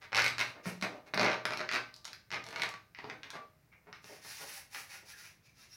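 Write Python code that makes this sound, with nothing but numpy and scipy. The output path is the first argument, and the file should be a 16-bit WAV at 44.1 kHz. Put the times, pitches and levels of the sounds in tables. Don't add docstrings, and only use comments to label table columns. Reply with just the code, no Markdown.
import sys
import numpy as np
from scipy import signal
from scipy.fft import rfft, irfft, next_fast_len
from scipy.io import wavfile

SR = 44100
rng = np.random.default_rng(int(sys.argv[2]) if len(sys.argv) > 2 else 0)


def log_audio(samples):
    frames = np.atleast_2d(samples).T
    limited = np.clip(frames, -1, 1)
    pcm = np.round(limited * 32767).astype(np.int16)
    wavfile.write(sys.argv[1], SR, pcm)


N = 254155
TIME = np.arange(N) / SR
LN_60DB = np.log(1000)


# start_s, level_db, bass_db, edge_db
SNAPS = [(0.1206, -7.5, -2, -22), (0.1297, 1, -1.5, -15), (0.6571, -9, 10.5, -22), (0.8125, -11.5, -4, 3.5),
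         (0.825, 2.5, 3.5, -6), (1.1376, -1.5, 6.5, -17), (1.1436, -8.5, 10.5, 9), (1.4537, 2, 3.5, 3),
         (1.5734, -4.5, 3, 2), (1.6905, 1.5, -18, -15), (1.941, -33.5, -6, 21), (1.9632, -33, 17.5, 20),
         (2.0456, -26, 0, 16.5), (2.0529, -9, -6, 7.5), (2.079, -12.5, -7, 2), (2.1311, -9.5, -33, 2),
         (2.3049, -10, -6, -11), (2.5604, 0.5, -10, -11), (2.5972, -7.5, -1, -3), (2.6197, 4.5, -24, -2.5),
         (2.6344, 0.5, -4, -3), (2.6904, -16.5, -16, 11.5), (2.7399, -11.5, 4, -6), (2.9479, -13, -24, -28),
         (2.9878, -10.5, 4.5, -20), (3.043, -11.5, 10.5, -43), (3.0989, -4.5, 0.5, -17),
         (3.2326, -9.5, -22, -11), (3.304, -7.5, -8, 1.5), (3.928, -10, -1.5, -24), (4.043, -20, 8, 4),
         (4.249, -23, 9.5, -3), (4.747, -5, -13, -28)]


def slips(flutter_s=0.0011, dulling=0.13, size=160):
    out = np.zeros(N)
    events = SNAPS + creak_slips()
    chance = rng.standard_normal((len(events), size))
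    fade = np.exp(-np.arange(size) / SR / flutter_s)
    for (start, level_db, bass_db, edge_db), noise in zip(events, chance):
        push = colour(0.12 * noise, [(1000, -2.0), (5000, 2.5)]) * fade
        push[0] = -1
        push /= np.linalg.norm(push)
        treble_db = max(edge_db, dulling * edge_db)
        pulse = skin_pulse(bass_db, treble_db, edge_db)
        add(out, start, undb(level_db) * np.convolve(push, pulse))
    return out


# start_s, end_s, rate_slips_per_s, slip_level_db, creep_level_db, bass_db, edge_db
CREAKS = [(0.1473, 0.2002, 113, 7.5, -33.5, -6, -5), (0.2196, 0.2806, 51, 6, -32, -8, 0),
          (0.3824, 0.4121, 96, 3, -31.5, -8.5, -1.5), (1.1759, 1.2612, 60, 6.5, -31, 3.5, -8.5),
          (1.282, 1.3434, 67, -2, -34.5, 0.5, -11.5), (1.5064, 1.5343, 70, -1.5, -47, 2, -7),
          (1.5938, 1.6136, 76, -2, -45.5, 5.5, -14), (1.7139, 1.7595, 105, 2, -33, -5.5, -5.5),
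          (2.316, 2.3437, 114, -2.5, -38.5, -3.5, -8.5), (2.44, 2.507, 48, -17.5, -52.5, 4, 8)]
HURRY = 0.2
SLIP_JITTER_S, SLIP_SCATTER_DB = 0.0005, -0.62
CREAK_PEAK_S = 0.033
CREAK_RISE_DB_PER_S, CREAK_EASE_DB_PER_S = 68, 103


def creak_slips(count=24):
    rows = []
    chance = rng.standard_normal((len(CREAKS), 2, count))
    for (start, end, rate, level_db, _, bass_db, edge_db), (timing, force) in zip(CREAKS, chance):
        length = end - start
        progress = np.linspace(0, 1, int(round(length * rate)) + 1)
        ages = length * progress * (1 + HURRY * (1 - progress))
        rise_db = CREAK_RISE_DB_PER_S * (ages - CREAK_PEAK_S)
        ease_db = CREAK_EASE_DB_PER_S * (CREAK_PEAK_S - ages)
        effort_db = np.minimum(rise_db, ease_db)
        for age, effort, late, hard in zip(ages, effort_db, timing, force):
            slip_s = start + age + SLIP_JITTER_S * late
            slip_db = level_db + effort + SLIP_SCATTER_DB * hard
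            rows.append((slip_s, slip_db, bass_db, edge_db))
    return rows


CREEP_LAG_S, CREEP_OVERRUN_S = 0.006, 0.013
CREEP_BASS_DB = 6.5


def creak_creep():
    return [(start + CREEP_LAG_S, end + CREEP_OVERRUN_S, creep_db, bass_db + CREEP_BASS_DB, edge_db)
            for start, end, _, _, creep_db, bass_db, edge_db in CREAKS]


# start_s, end_s, level_db, bass_db, edge_db
DRAGS = [(0.011, 0.062, -44.5, -3.5, -5.5), (0.438, 0.514, -47, 3, 5.5), (0.546, 0.6, -52.5, 13, -27),
         (0.655, 0.709, -42, 8, 15), (0.72, 0.79, -61, -1, 11), (0.824, 0.856, -32, 8, 0),
         (0.878, 0.99, -55, 17.5, -3), (1.06, 1.092, -51.5, 7, 1), (1.224, 1.3, -26, 5, -28),
         (1.46, 1.533, -44, -2, -25), (2.073, 2.132, -59, 6.5, 2), (2.33, 2.377, -36.5, 2.5, -10),
         (2.5, 2.58, -42.5, 3, -4), (2.56, 2.685, -39.5, 5.5, -3), (2.956, 3.02, -48.5, -11, -12),
         (3.007, 3.165, -51.5, 12, -7), (3.233, 3.278, -48.5, 2, -7), (3.326, 3.375, -43, 10, -5.5),
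         (3.719, 3.748, -54, -7, -34), (3.86, 3.908, -55.5, 13.5, -35), (3.925, 3.969, -49, -13, -9),
         (4.084, 4.144, -61, 23.5, -2), (4.393, 4.449, -48, 9.5, 19.5), (4.75, 4.783, -39, -7.5, -19.5),
         (5.025, 5.046, -66.5, 21.5, 5)]
DRAG_TREBLE_DB = -2
DRAG_DULLING = 0.3


def drags(rate_hz=300, jitter=0.4, scatter_db=1.5, count=160):
    out = np.zeros(N)
    events = DRAGS + creak_creep()
    chance = rng.standard_normal((len(events), 2, count))
    for (start, end, level_db, bass_db, edge_db), (timing, force) in zip(events, chance):
        sticks = np.exp(jitter * timing) / rate_hz
        at = np.cumsum(sticks) - sticks[0]
        length = max(end - start, sticks[0])
        inside = at < length
        strength = np.sqrt(sticks) * undb(scatter_db * force)
        steps = np.zeros(int(length * SR) + 1)
        steps[(at[inside] * SR).astype(int)] = strength[inside]
        pressure = np.sqrt(signal.windows.tukey(len(steps), 0.5) + 0.035)
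        steps = (steps - steps.mean()) * pressure
        treble_db = DRAG_TREBLE_DB + DRAG_DULLING * min(edge_db, 0)
        pulse = skin_pulse(bass_db, treble_db, edge_db)
        add(out, start, -undb(level_db) * signal.fftconvolve(unit(steps), pulse))
    return out


# frequency_hz, level_db
SKIN = [(50, -37.5), (130, -13), (400, -8), (1100, -2), (2200, 0.5), (2750, -4), (3200, -9), (4000, -4.5),
        (5200, -7.5), (6400, -13), (7200, -21.5), (11000, -24.5), (13000, -29.5), (16000, -36.5)]


def skin_pulse(bass_db, treble_db, air_db, round_s=0.0004594, rebound=0.15, spread=0.23, size=1024):
    hz = np.fft.rfftfreq(size, 1 / SR)
    patch = [(220, min(bass_db, 1.03 * bass_db)), (650, bass_db), (1200, 0.31 * bass_db), (2000, 0.01),
             (2700, 0.22 * treble_db), (4300, treble_db), (5300, treble_db), (9000, air_db)]
    gain = undb(on_log_axis(SKIN, hz) + on_log_axis(patch, hz))
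    cepstrum = irfft(np.log(gain))
    cepstrum[1:size // 2] *= 2
    cepstrum[size // 2 + 1:] = 0
    lap_s = round_s * np.exp(spread * rng.standard_normal())
    lap = np.exp(-2j * np.pi * hz * lap_s)
    pulse = irfft(np.exp(rfft(cepstrum)) / (1 - rebound * lap))
    for centre_hz, width_hz in [(2060, 800), (5200, 690), (11000, 980)]:
        pulse = disperse(pulse, centre_hz, width_hz)
    return pulse


def disperse(x, hz, width_hz):
    r = np.exp(-np.pi * width_hz / SR)
    poles = [1, -2 * r * np.cos(2 * np.pi * hz / SR), r * r]
    return signal.lfilter(poles[::-1], poles, x)


# frequency_hz, level_db, t60_s
MODES = [(120.7, -11, 0.64), (175, -14, 0.098), (293.6, -25, 0.057), (311.6, -31, 0.93), (431, -24.5, 0.36),
         (624, -21, 0.76), (679.3, -22, 0.29), (1201.6, -18.5, 0.51), (1250, -25, 0.42),
         (1446, -18.5, 0.13), (1536, -19.5, 0.41), (1714, -27, 0.033), (2232, -21.5, 0.23)]


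def ring(x):
    t = TIME[:SR // 2]
    modes = np.zeros(len(t))
    for hz, level_db, t60 in MODES:
        equal_energy = np.sqrt(4 * LN_60DB / t60 / SR)
        decay = np.exp(-LN_60DB * t / t60)
        modes += undb(level_db) * equal_energy * np.sin(2 * np.pi * hz * t) * decay
    return signal.fftconvolve(x, modes)[:N]


# start_s, end_s, pitch_hz, level_db, unsteadiness_db
SQUEALS = [(0.154, 0.503, 119.8, -57, 3.5), (0.665, 0.684, 182, -43.5, 3.5), (0.728, 0.792, 180.6, -53, 3),
           (0.825, 0.835, 189.3, -41, 2), (1.156, 1.247, 193.3, -44, 3.5), (1.35, 1.432, 1168, -56, -1),
           (1.9, 2.042, 1175, -75, 2), (2.707, 2.763, 1146, -53.5, 0), (3.348, 3.42, 1159, -50.5, 2)]


def squeals(waver=0.005, octave_db=-20, attack_s=0.014, release_s=0.034):
    out = np.zeros(N)
    clock = np.cumsum(1 + waver * walk(90)) / SR
    grip = walk(110)
    for start, end, hz, level_db, unsteady_db in SQUEALS:
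        phase = 2 * np.pi * hz * clock
        attack = np.clip((TIME - start) / attack_s + 0.5, 0, 1)
        release = np.exp(-np.clip(TIME - end, 0, 1) / release_s)
        tone = np.sin(phase) + undb(octave_db) * np.sin(2 * phase)
        out += undb(level_db + unsteady_db * grip) * attack * release * tone
    return np.sqrt(2) * out


# frequency_hz, level_db
SLIDE_COLOUR = [(100, -31.5), (600, -9.5), (1100, -5), (1800, 2), (2500, 2.5), (3200, -5), (4200, 1),
                (5700, 4), (7300, -6.5), (9000, -8), (10800, -1.5), (12500, -12.5), (14500, -6.5),
                (16000, -12)]
# start_s, end_s, level_db, body_db, edge_db
STROKES = [(0.654, 0.672, -49, 6.5, -18), (4.036, 4.174, -61, 3, -1.5), (4.238, 4.424, -51, -1.5, -1),
           (4.47, 4.574, -52, 1.5, 5), (4.726, 4.81, -52, 2.5, 2.5), (4.902, 4.95, -54, 4.5, -1.5),
           (5.072, 5.12, -53.5, -1.5, -1), (5.174, 5.273, -58, 1, -2), (5.445, 5.46, -64.5, -4, -12),
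           (5.567, 5.63, -61, 0.5, -6.5), (5.708, 5.76, -62.5, -2, -3)]
STROKE_ATTACK_S, STROKE_RELEASE_S = 0.053, 0.034


def slide(grain_db=2.0, flicker_db=1.0):
    grains = rng.standard_normal(N) * undb(grain_db * walk(2500))
    hiss = unit(colour(grains, SLIDE_COLOUR))
    body = colour(hiss, [(2800, -1.5), (3600, -24)])
    air = colour(hiss, [(6000, -42), (7500, -3.5)])
    out = np.zeros(N)
    for start, end, level_db, body_db, edge_db in STROKES:
        attack = np.clip((TIME - start) / STROKE_ATTACK_S + 0.5, 0, 1)
        release = np.exp(-np.maximum(TIME - end, 0) / STROKE_RELEASE_S)
        toned = hiss + body * (undb(body_db) - 1) + air * (undb(edge_db) - 1)
        out += undb(level_db) * attack * release * toned
    return out * undb(flicker_db * walk(50))


# start_s, end_s, first_hz, last_hz, level_db
CHIRPS = [(3.716, 3.767, 2306, 2296, -68), (5.109, 5.182, 1754, 1643, -64), (5.235, 5.3, 2105, 2695, -66),
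          (5.447, 5.502, 2460, 2410, -72.5), (5.709, 5.764, 5410, 5560, -61)]
CHIRP_WIDTH_HZ = 450


def chirps():
    out = np.zeros(N)
    grain = walk(CHIRP_WIDTH_HZ) + 1j * walk(CHIRP_WIDTH_HZ)
    for start, end, first_hz, last_hz, level_db in CHIRPS:
        progress = np.clip((TIME - start) / (end - start), 0, 1)
        hz = first_hz + (last_hz - first_hz) * progress
        phase = 2 * np.pi * np.cumsum(hz) / SR
        swell = np.sqrt(4 * progress * (1 - progress))
        out += undb(level_db) * swell * np.real(grain * np.exp(1j * phase))
    return out


# frequency_hz, level_db
ROOM_COLOUR = [(200, 2.5), (800, 3.5), (1500, 1.5), (2400, 1), (5000, -3), (12000, 0.5)]


def room(x, count=14):
    position = np.linspace(0, count - 1, N)
    out = np.zeros(N)
    for k in range(count):
        share = np.sqrt(np.maximum(1 - abs(position - k), 0))
        out += signal.fftconvolve(x * share, echoes())[:N]
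    return colour(out, ROOM_COLOUR)


# frequency_hz, t60_s
ROOM_T60 = [(150, 0.44), (600, 0.35), (2000, 0.31), (5000, 0.37), (12000, 0.2)]


def echoes(first_s=0.0012, sparse_db=4):
    t = TIME[:SR * 2 // 3]
    uneven_db = sparse_db * rng.standard_normal(len(t)) * np.exp(-t / 0.13)
    arrivals = rfft(rng.standard_normal(len(t)) * undb(uneven_db))
    hz = np.clip(np.fft.rfftfreq(len(t), 1 / SR), 125, 16000)
    octave = np.log2(hz / 125)
    tail = np.zeros(len(t))
    for k in range(8):
        t60 = on_log_axis(ROOM_T60, 125 * 2 ** k)
        band = irfft(arrivals * np.maximum(1 - abs(octave - k), 0), len(t))
        tail += band * np.exp(-LN_60DB * t / t60)
    tail *= np.clip(t / first_s - 0.5, 0, 1)
    return tail / np.linalg.norm(tail)


# frequency_hz, level_db
QUIET = [(25, -21.5), (50, -6), (100, -0.5), (160, -3), (250, -13), (500, -16), (1000, -21), (2200, -20),
         (3200, -30.5), (5500, -28), (8000, -34), (16000, -29.5)]
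QUIET_DB = -68.5


def still_room():
    return undb(QUIET_DB) * unit(colour(rng.standard_normal(N), QUIET))


def undb(db):
    return 10 ** (np.asarray(db) / 20)


def unit(x):
    return x / np.sqrt(np.mean(x ** 2))


def on_log_axis(points, hz):
    f, value = np.transpose(points)
    return np.interp(np.log(np.maximum(hz, 1)), np.log(f), value)


def colour(x, points):
    size = next_fast_len(len(x))
    gain = undb(on_log_axis(points, np.fft.rfftfreq(size, 1 / SR)))
    return irfft(rfft(x, size) * gain, size)[:len(x)]


def walk(rate):
    return 1.5 * np.interp(TIME * rate, np.arange(N), rng.standard_normal(N))


def add(out, start, sound):
    i = max(int(start * SR), 0)
    out[i:i + len(sound)] += sound[:max(N - i, 0)]


def scene():
    rubbing = slips() + drags()
    hiss = slide() + chirps()
    balloon = rubbing + hiss + undb(-3.5) * ring(rubbing) + squeals()
    return (balloon + room(rubbing + hiss) + still_room())[None]


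def record(dry):
    low_pass = signal.ellip(10, 0.2, 70, 16100, fs=SR, output="sos")
    return signal.sosfilt(low_pass, dry)


dry = scene()
out = record(dry)
log_audio(out)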